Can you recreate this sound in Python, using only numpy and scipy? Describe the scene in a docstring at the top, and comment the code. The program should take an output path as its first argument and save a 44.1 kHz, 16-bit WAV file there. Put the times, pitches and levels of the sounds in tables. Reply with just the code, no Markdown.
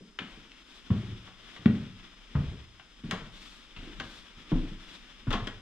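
"""An empty old house: still air, a thin camera whine, the rustle of clothes and a faint hand-held rumble.
A first light step cracks a dry floorboard. Three slow, heavy steps follow, each ringing its board,
the whole floor and the joists, while dust hisses under the sole and the bare rooms echo.
Around 3 s the walker hesitates for two softer steps; boards crack under the load and sleeves swish by.
Two firm steps go on from 4.5 s, the last in a cluster of cracks."""
import sys
import numpy as np
from scipy import signal
from scipy.fft import rfft, irfft, next_fast_len
from scipy.io import wavfile

SR = 44100
rng = np.random.default_rng(int(sys.argv[2]) if len(sys.argv) > 2 else 0)


def digitize_waveform(pressure):
    """Quantize a signal to 16-bit integers and store it at the path in sys.argv[1].

    Rows of a 2-D input are taken as channels; values are limited to [-1, 1].
    """
    field = np.atleast_2d(pressure).T
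    bounded = np.clip(field, -1, 1)
    quanta = np.round(bounded * 32767).astype(np.int16)
    wavfile.write(sys.argv[1], SR, quanta)


N = 247700
TIME = np.arange(N) / SR

# EQ curves of the noise layers: frequency_hz, gain_db
AIR_EQ = [(25, -15), (70, -29), (130, -21), (270, -8), (450, -14.5), (750, -23.5), (1300, -15.5),
          (3300, -24.5), (5000, -18.5), (8000, -27.5), (12000, -44), (15000, -69)]  # room tone
CLOTH_EQ = [(80, -39), (130, -8), (200, 0.5), (300, -1), (450, -10.5), (750, -13), (1300, -5.5),
            (1700, -7.5), (2500, -6.5), (3500, -3.5), (4300, -22.5), (5300, -17), (8000, -34.5),
            (12000, -48), (15000, -69)]  # rubbing clothes
SLEEVE_EQ = [(2500, -17), (3500, 4.5), (6000, -9), (8500, -13), (11000, -26), (13500, -27), (15500, -50)]  # hissing sleeves
RUMBLE_EQ = [(8, -24), (25, -14.5), (36, -9), (55, -22), (90, -38.5), (200, -43.5), (1000, -79.5)]  # the hand on the camera
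WOOD_EQ = [(100, -21.5), (300, 13.5), (550, 4), (800, -1.5), (1100, 0), (1500, 0), (2400, -1.5),
           (3300, 3.5), (4400, -7.5), (7000, -11), (11000, -29.5), (15000, -37)]  # cracking wood
GRIT_EQ = [(300, -6), (550, -2), (900, -1.5), (1500, 0.5), (3300, 1), (4500, -10), (8000, -20.5),
           (12000, -36), (15000, -46.5)]  # dust under the sole
# neighbouring boards jostled by a blow
JOSTLE_EQ = [(30, -40), (60, -5), (100, -1), (260, 0.5), (380, -6.5), (550, -16), (900, -30.5),
             (2500, -72)]
# body movement as the walker sets off, hesitates and goes on: time_s, relative_db
MOTION_CURVE = [(0.14, -63), (0.32, -58.5), (0.95, -53.5), (1.45, -54.5), (2.05, -54.5), (2.55, -56),
                (2.88, -59.5), (3.35, -52), (3.65, -56), (3.9, -52.5), (4.55, -53), (5.6, -55)]
# a sleeve sweeps past the body: peak_s, half_length_s, relative_hiss_db, relative_rub_db
SLEEVE_SWEEPS = [(0.729, 0.082, -66, -54), (1.506, 0.12, -76, -56), (2.047, 0.075, -92, -54),
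                 (3.465, 0.13, -63.5, -57), (4.139, 0.088, -61, -51.5), (4.93, 0.081, -66.5, -51)]
# light shifts of weight, and at 4.003 s a board thumped by the crack just before: start_s, level_db, pitch_hz
LIGHT_TOUCHES = [(0.006, -37.5, 290), (1.082, -36, 223), (1.12, -30, 117), (1.592, -31.5, 125),
                 (2.522, -35.5, 300), (3.088, -28.5, 226), (3.872, -34.5, 374), (4.003, -37, 220),
                 (4.369, -46, 164), (5.471, -34, 207)]
# the heel strikes, the weight follows, the sole comes down, the toe pushes off:
# start_s, heel_db, heel_hz, load_db, load_hz, sole_delay_s, sole_db, sole_hz,
# toe_delay_s, toe_db, sway_db, click_db, click_hz
FOOTSTEPS = [ (0.193, -46, 339, -51, 260, 0.023, -34, 255, 0.18, -45.5, -67, -42, 2000),
             (0.902, -13, 201.5, -9, 111, .052, -31, 196, .098, -26, -45, -38.5, 1230),
             (1.658, -2.5, 215.7, -19, 151, .041, -14, 203, .163, -25, -55, -19.5, 1950),
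             (2.351, -11.5, 139.7, -16, 73, 0.051, -18, 159.5, 0.12, -22, -32, -35, 1180),
             (3.036, -32.5, 238, -25, 157, 0.091, -21.5, 174, .18, -34, -40, -56, 2200),
             (3.761, -54, 276, -33.5, 106, .065, -42, 312, 0.22, -36, -35.5, -42, 2620),
             (4.517, -16.5, 302.3, -12, 167, 0.038, -16.5, 264.4, .197, -30.5, -18, -32, 980),
             (5.269, -24.5, 260, -15, 119.3, 0.079, -21.5, 210, .15, -27.5, -22.5, -41, 1400)]
# resonances of the floor on its joists: pitch_hz, relative_db, t60_s
FLOOR_RESONANCES = [(72.4, -19.5, 0.46), (111.8, -13, 0.65), (149.4, -51, 0.38), (185.2, -15.5, 0.91),
                    (214, -35, .4), (257, -19, 0.2), (330, -32, 0.28), (331, -17, 0.73), (383, -35, 0.59),
                    (458, -21.5, 0.17)]
# reverb time of the bare rooms: frequency_hz, t60_s
ROOM_DECAY = [(60, 0.81), (200, 0.25), (500, 0.54), (1500, 0.42), (4000, 0.36), (12000, 0.18)]
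# dry boards cracking:
# start_s, body_db, low_hz, high_hz, ring_hz, t60_s, edge_db, plank_db, left_minus_right_db
BOARD_CRACKS = [ (0.1875, -22, 1380, 2480, 2700, 0.026, -66, -47.5, -1),
                (0.5175, -30, 2400, 5040, 2680, 0.0069, -61, -80, 0.5),
                (1.275, -35, 950, 1500, 1176, .014, -72, -53.5, -2),
                (1.562, -44, 600, 4000, 2000, 0.12, -51.5, -53, -0.5),
                (2.7963, -40.5, 1196, 1750, 1410, 0.028, -74, -73, 0),
                (3.1104, -25.5, 890, 4200, 1900, 0.05, -22.5, -31.5, 0.5),
                (3.998, -30.5, 740, 5200, 1750, 0.066, -35, -40.5, -1),
                (5.305, -31, 298, 4670, 1070, 0.087, -31.5, -34.5, 3.5),
                (5.327, -27, 403, 5000, 1090, 0.12, -30, -27, -0.5),
                (5.471, -28, 302, 6500, 2026, 0.044, -32.5, -42, 0)]
# stereo width of diffuse sound at the two microphone ports: frequency_hz, side_minus_mid_db
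MIC_WIDTH = [(30, -7.5), (120, -20), (300, -16.5), (600, -13), (1500, -17), (2800, -13.5), (4500, -5.5),
             (8000, -6.5), (12000, -1)]
# balance of the ports: frequency_hz, left_minus_right_db
MIC_BALANCE = [(30, 1), (120, 0.2), (250, 1), (500, 2), (1000, 2.5), (2400, 5.5), (3600, 6.5), (5000, 3),
               (8000, -2.2), (12000, -3)]
# phase between the ports: frequency_hz, left_lag_rad
MIC_LAG = [(30, 0.31), (250, 0.0052), (1000, 0.36), (3500, 1.11), (8000, 1.58), (14000, 1.3)]


def undb(db):
    """Decibels to gain."""
    return 10 ** (np.asarray(db) / 20)


def along(points, hz):
    """Read a curve on a log-frequency axis."""
    point_hz, value = np.transpose(points)
    return np.interp(np.log(np.maximum(hz, 1)), np.log(point_hz), value)


def equalise(x, curve):
    """Shape x with an EQ curve."""
    size = next_fast_len(x.shape[-1])
    gain = undb(along(curve, np.fft.rfftfreq(size, 1 / SR)))
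    return irfft(rfft(x, size) * gain, size)[..., :x.shape[-1]]


def unit(x):
    """Scale to rms 1."""
    return x / np.sqrt(np.mean(x ** 2))


def fade(t, t60):
    """Exponential decay, 60 dB down at t60."""
    return np.exp(-np.log(1000) * t / t60)


def ring(hz, t60):
    """One second of a struck resonance."""
    t = TIME[:SR]
    return np.sin(2 * np.pi * hz * t) * fade(t, t60)


def add(out, start_s, x):
    """Mix x into out at start_s."""
    i = int(np.clip(start_s * SR, 0, N - 1))
    out[..., i:i + x.shape[-1]] += x[..., :N - i]


def convolve(x, response):
    """Play x through an impulse response, one row a channel."""
    return signal.fftconvolve(np.atleast_2d(x), np.atleast_2d(response), axes=1)[:, :N]


def diffuse(size, width_db=0):
    """Stereo noise, narrow in the bass and wider in the treble."""
    mid, side = rng.standard_normal((2, size))
    side = equalise(side, MIC_WIDTH) * undb(width_db)
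    return unit(np.array([mid + side, mid - side]))


def noise_bed(curve, width_db=0):
    """Scene-long stereo noise with an EQ curve, at rms 1."""
    return unit(equalise(diffuse(N, width_db), curve))


def room_tone(air_db=-66.5, whine_db=-73, whine_hz=5060):
    """The still air of the house and a thin electronic whine from the camera."""
    whine = unit(np.sin(2 * np.pi * whine_hz * TIME))
    return undb(air_db) * noise_bed(AIR_EQ) + undb(whine_db) * whine


def body_swing(peak_share=0.21):
    """The body swings between -1 and 1 from heel to heel, peaking just after each strike."""
    heels = [step[0] for step in FOOTSTEPS]
    heels.append(2 * heels[-1] - heels[-2])
    steps_taken = np.interp(TIME, heels, np.arange(len(heels)))
    return np.cos(2 * np.pi * (steps_taken - peak_share))


def clothes_and_handling(cloth_db=-1, sleeve_db=4.5, rumble_db=-2, flutter_db=2, flutter_hz=45):
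    """Clothes rub and swish in small catches as the body moves; each stride jogs the camera."""
    swing = body_swing()
    motion = undb(np.interp(TIME, *np.transpose(MOTION_CURVE)) + 0.5 * swing)
    rub, hiss = motion, undb(-18.5) * motion  # the sleeves hiss softly even between sweeps
    for peak_s, half_length_s, hiss_db, rub_db in SLEEVE_SWEEPS:
        sweep = np.exp(-((TIME - peak_s) / half_length_s) ** 2)
        rub = np.hypot(rub, undb(rub_db) * sweep)
        hiss = hiss + undb(hiss_db) * sweep
    cloth = undb(cloth_db) * rub * noise_bed(CLOTH_EQ, width_db=7)
    sleeves = undb(sleeve_db) * hiss * noise_bed(SLEEVE_EQ)
    rumble = motion * undb(rumble_db + 3 * swing) * noise_bed(RUMBLE_EQ)
    catches = np.interp(TIME * flutter_hz, np.arange(1024), rng.standard_normal(1024))
    return (cloth + sleeves) * undb(flutter_db * catches) + rumble


def board_contacts(graze_lead_s=0.045, graze_hz=230, load_delay_s=0.00656):
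    """Every touch of shoe on board, and the thump of a cracking board: start_s, level_db, pitch_hz."""
    touches = list(LIGHT_TOUCHES)
    for start_s, heel_db, heel_hz, load_db, load_hz, *sole_and_toe in FOOTSTEPS:
        sole_delay_s, sole_db, sole_hz, toe_delay_s, toe_db, *_ = sole_and_toe
        touches += [(start_s - graze_lead_s, min(-52.5, heel_db - 16), graze_hz),
                    (start_s, heel_db, heel_hz),
                    (start_s + load_delay_s, load_db, load_hz),
                    (start_s + sole_delay_s, sole_db, sole_hz),
                    (start_s + toe_delay_s, toe_db, load_hz)]
    return touches


def footfalls(firm_db=-34, roll_db=-4, scuff_db=-26, load_cycles=0.52, low_cut_hz=54.2, floor_db=-5):
    """A shoe rings the board it lands on, and the board shakes the whole floor."""
    boards, t = np.zeros(N), TIME[:SR]
    jostle = unit(equalise(rng.standard_normal(N + SR), JOSTLE_EQ))
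    scuff = undb(scuff_db) * fade(t, t60=0.25)
    for start_s, level_db, pitch_hz in board_contacts():
        noise = jostle[int(abs(start_s) * SR):][:SR]
        # a firm heel rings the board cleanly; a light touch rolls over it and only makes it rumble
        firmness = 1 / (1 + undb(2 * (firm_db - level_db)))
        # higher boards die sooner, and a light touch damps them less
        t60 = 0.071 * (199 / pitch_hz) ** 0.27 * 1.38 ** (1 - firmness)
        rumble = unit(signal.lfilter(*signal.iirpeak(pitch_hz, Q=1.2, fs=SR), noise))
        roll = undb(roll_db) * rumble * fade(t, 2.18 * t60)
        blow = firmness * ring(pitch_hz, t60) + (1 - firmness) * roll + scuff * noise
        # rubber takes part of a cycle to load the wood
        attack = 1 - np.exp(-(t * pitch_hz / load_cycles) ** 2)
        add(boards, start_s, undb(level_db) * blow * attack)
    boards = signal.sosfilt(signal.butter(2, low_cut_hz, "highpass", fs=SR, output="sos"), boards)
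    floor = sum(undb(db) * hz / SR * ring(hz, t60) for hz, db, t60 in FLOOR_RESONANCES)
    return boards + undb(floor_db) * convolve(boards, floor)[0]


def room_echo(x, wet_db, build_s, new_tail_s=1.45):
    """Bare walls answer with a dense tail, shortest in the treble and new at each place on the way."""
    out, t = np.zeros((2, N)), TIME[:SR // 2]
    centres_hz = np.geomspace(60, 12000, 6)
    bins_hz = np.fft.rfftfreq(len(t), 1 / SR)
    bands = [along(np.c_[centres_hz, share], bins_hz) for share in np.eye(len(centres_hz))]
    build = 1 - np.exp(-(t / build_s) ** 2)
    decays = [fade(t, along(ROOM_DECAY, hz)) * build for hz in centres_hz]
    block = int(new_tail_s * SR)
    for i in range(0, N, block):
        spectrum = rfft(diffuse(len(t)))
        tail = sum(irfft(spectrum * band, len(t)) * decay for band, decay in zip(bands, decays))
        add(out, i / SR, convolve(x[..., i:i + block], unit(tail) / np.sqrt(len(t))))
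    return undb(wet_db) * out


def wood_hits():
    """Heel clicks and three-layer cracks: start_s, level_db, low_hz, high_hz, ring_hz, t60_s, pan_db."""
    hits = []
    for start_s, *_, click_db, click_hz in FOOTSTEPS:
        t60 = 0.1 * undb(min(-34.5 - click_db, 0))  # the hardest clicks are shorter
        hits.append((start_s, click_db, 0.39 * click_hz, 1.35 * click_hz, click_hz, t60, 0))
    for start_s, body_db, low_hz, high_hz, ring_hz, t60, edge_db, plank_db, pan_db in BOARD_CRACKS:
        edge = (start_s, edge_db, 2700, 13000, 13000, 0.013, pan_db)  # the first fibres split
        body = (start_s, body_db, low_hz, high_hz, ring_hz, t60, pan_db)
        knock = (start_s + 0.006, plank_db, 580, 1400, 1150, 0.12, pan_db)  # the whole plank answers
        hits += [edge, body, knock]
    return hits


def cracks_and_clicks(grain_db=3, grain_s=0.0009, rise_s=0.0012, ring_db=1):
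    """Splitting or struck wood lets go in a quick burst of tiny slips that ring the plank."""
    out, t = np.zeros((2, N)), TIME[:8192]
    for start_s, level_db, low_hz, high_hz, ring_hz, t60, pan_db in wood_hits():
        envelope = fade(t, t60) * (1 - np.exp(-t / rise_s))
        grain = np.interp(t / grain_s, np.arange(len(t)), rng.standard_normal(len(t)))
        slips = undb(grain_db * grain) * diffuse(len(t))
        burst = envelope * equalise(slips, WOOD_EQ)
        burst += undb(ring_db) * signal.lfilter(*signal.iirpeak(ring_hz, Q=4, fs=SR), burst)
        for hz, kind in (low_hz, "highpass"), (high_hz, "lowpass"):
            burst = signal.sosfilt(signal.butter(2, hz, kind, fs=SR, output="sos"), burst)
        envelope_rms = np.sqrt(np.mean(envelope ** 2))
        stereo_gain = undb(level_db + np.array([[pan_db], [-pan_db]]) / 2)
        add(out, start_s, unit(burst) * envelope_rms * stereo_gain)
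    return out


def grit(level_db=-55, attack_s=0.0051, hold_s=0.17, t60_s=0.41):
    """Dust hisses under each sole as it rolls down."""
    pressure, t = np.zeros(N), TIME[:SR]
    roll = (1 - np.exp(-t / attack_s)) * fade(np.maximum(t - hold_s, 0), t60_s)
    for start_s, *_ in FOOTSTEPS:
        add(pressure, start_s, roll)
    return undb(level_db) * pressure * noise_bed(GRIT_EQ, width_db=2.5)


def joists(pitch_hz=28.4, t60_s=0.46, attack_s=0.01, delay_s=0.013, push_off_db=-15):
    """The joists sway in the sub-bass as the weight lands, and more softly as the toe pushes off."""
    out = np.zeros(N)
    sway = ring(pitch_hz, t60_s) * (1 - np.exp(-TIME[:SR] / attack_s))
    for start_s, *_, toe_delay_s, _, sway_db, _, _ in FOOTSTEPS:
        add(out, start_s + delay_s, undb(sway_db) * sway)
        add(out, start_s + toe_delay_s, undb(sway_db + push_off_db) * sway)
    return out


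def scene():
    """Steps and cracks with their echoes, over a bed of rustle and room tone."""
    thuds, snaps = footfalls(), cracks_and_clicks()
    echoes = room_echo(thuds, wet_db=-8, build_s=0.014) + room_echo(snaps, wet_db=-5, build_s=0.0041)
    return thuds + joists() + snaps + echoes + grit() + clothes_and_handling() + room_tone()


def record(dry, high_cut_hz=15000):
    """The left microphone port hears more midrange and lags slightly; the top end is cut."""
    size = next_fast_len(N)
    hz = np.fft.rfftfreq(size, 1 / SR)
    sides = np.array([[0.5], [-0.5]])
    balance = undb(sides * along(MIC_BALANCE, hz))
    lag = np.exp(-1j * sides * along(MIC_LAG, hz))
    heard = irfft(rfft(dry, size) * balance * lag, size)[:, :N]
    return signal.sosfilt(signal.ellip(8, 0.2, 70, high_cut_hz, fs=SR, output="sos"), heard)


dry = scene()
out = record(dry)
digitize_waveform(out)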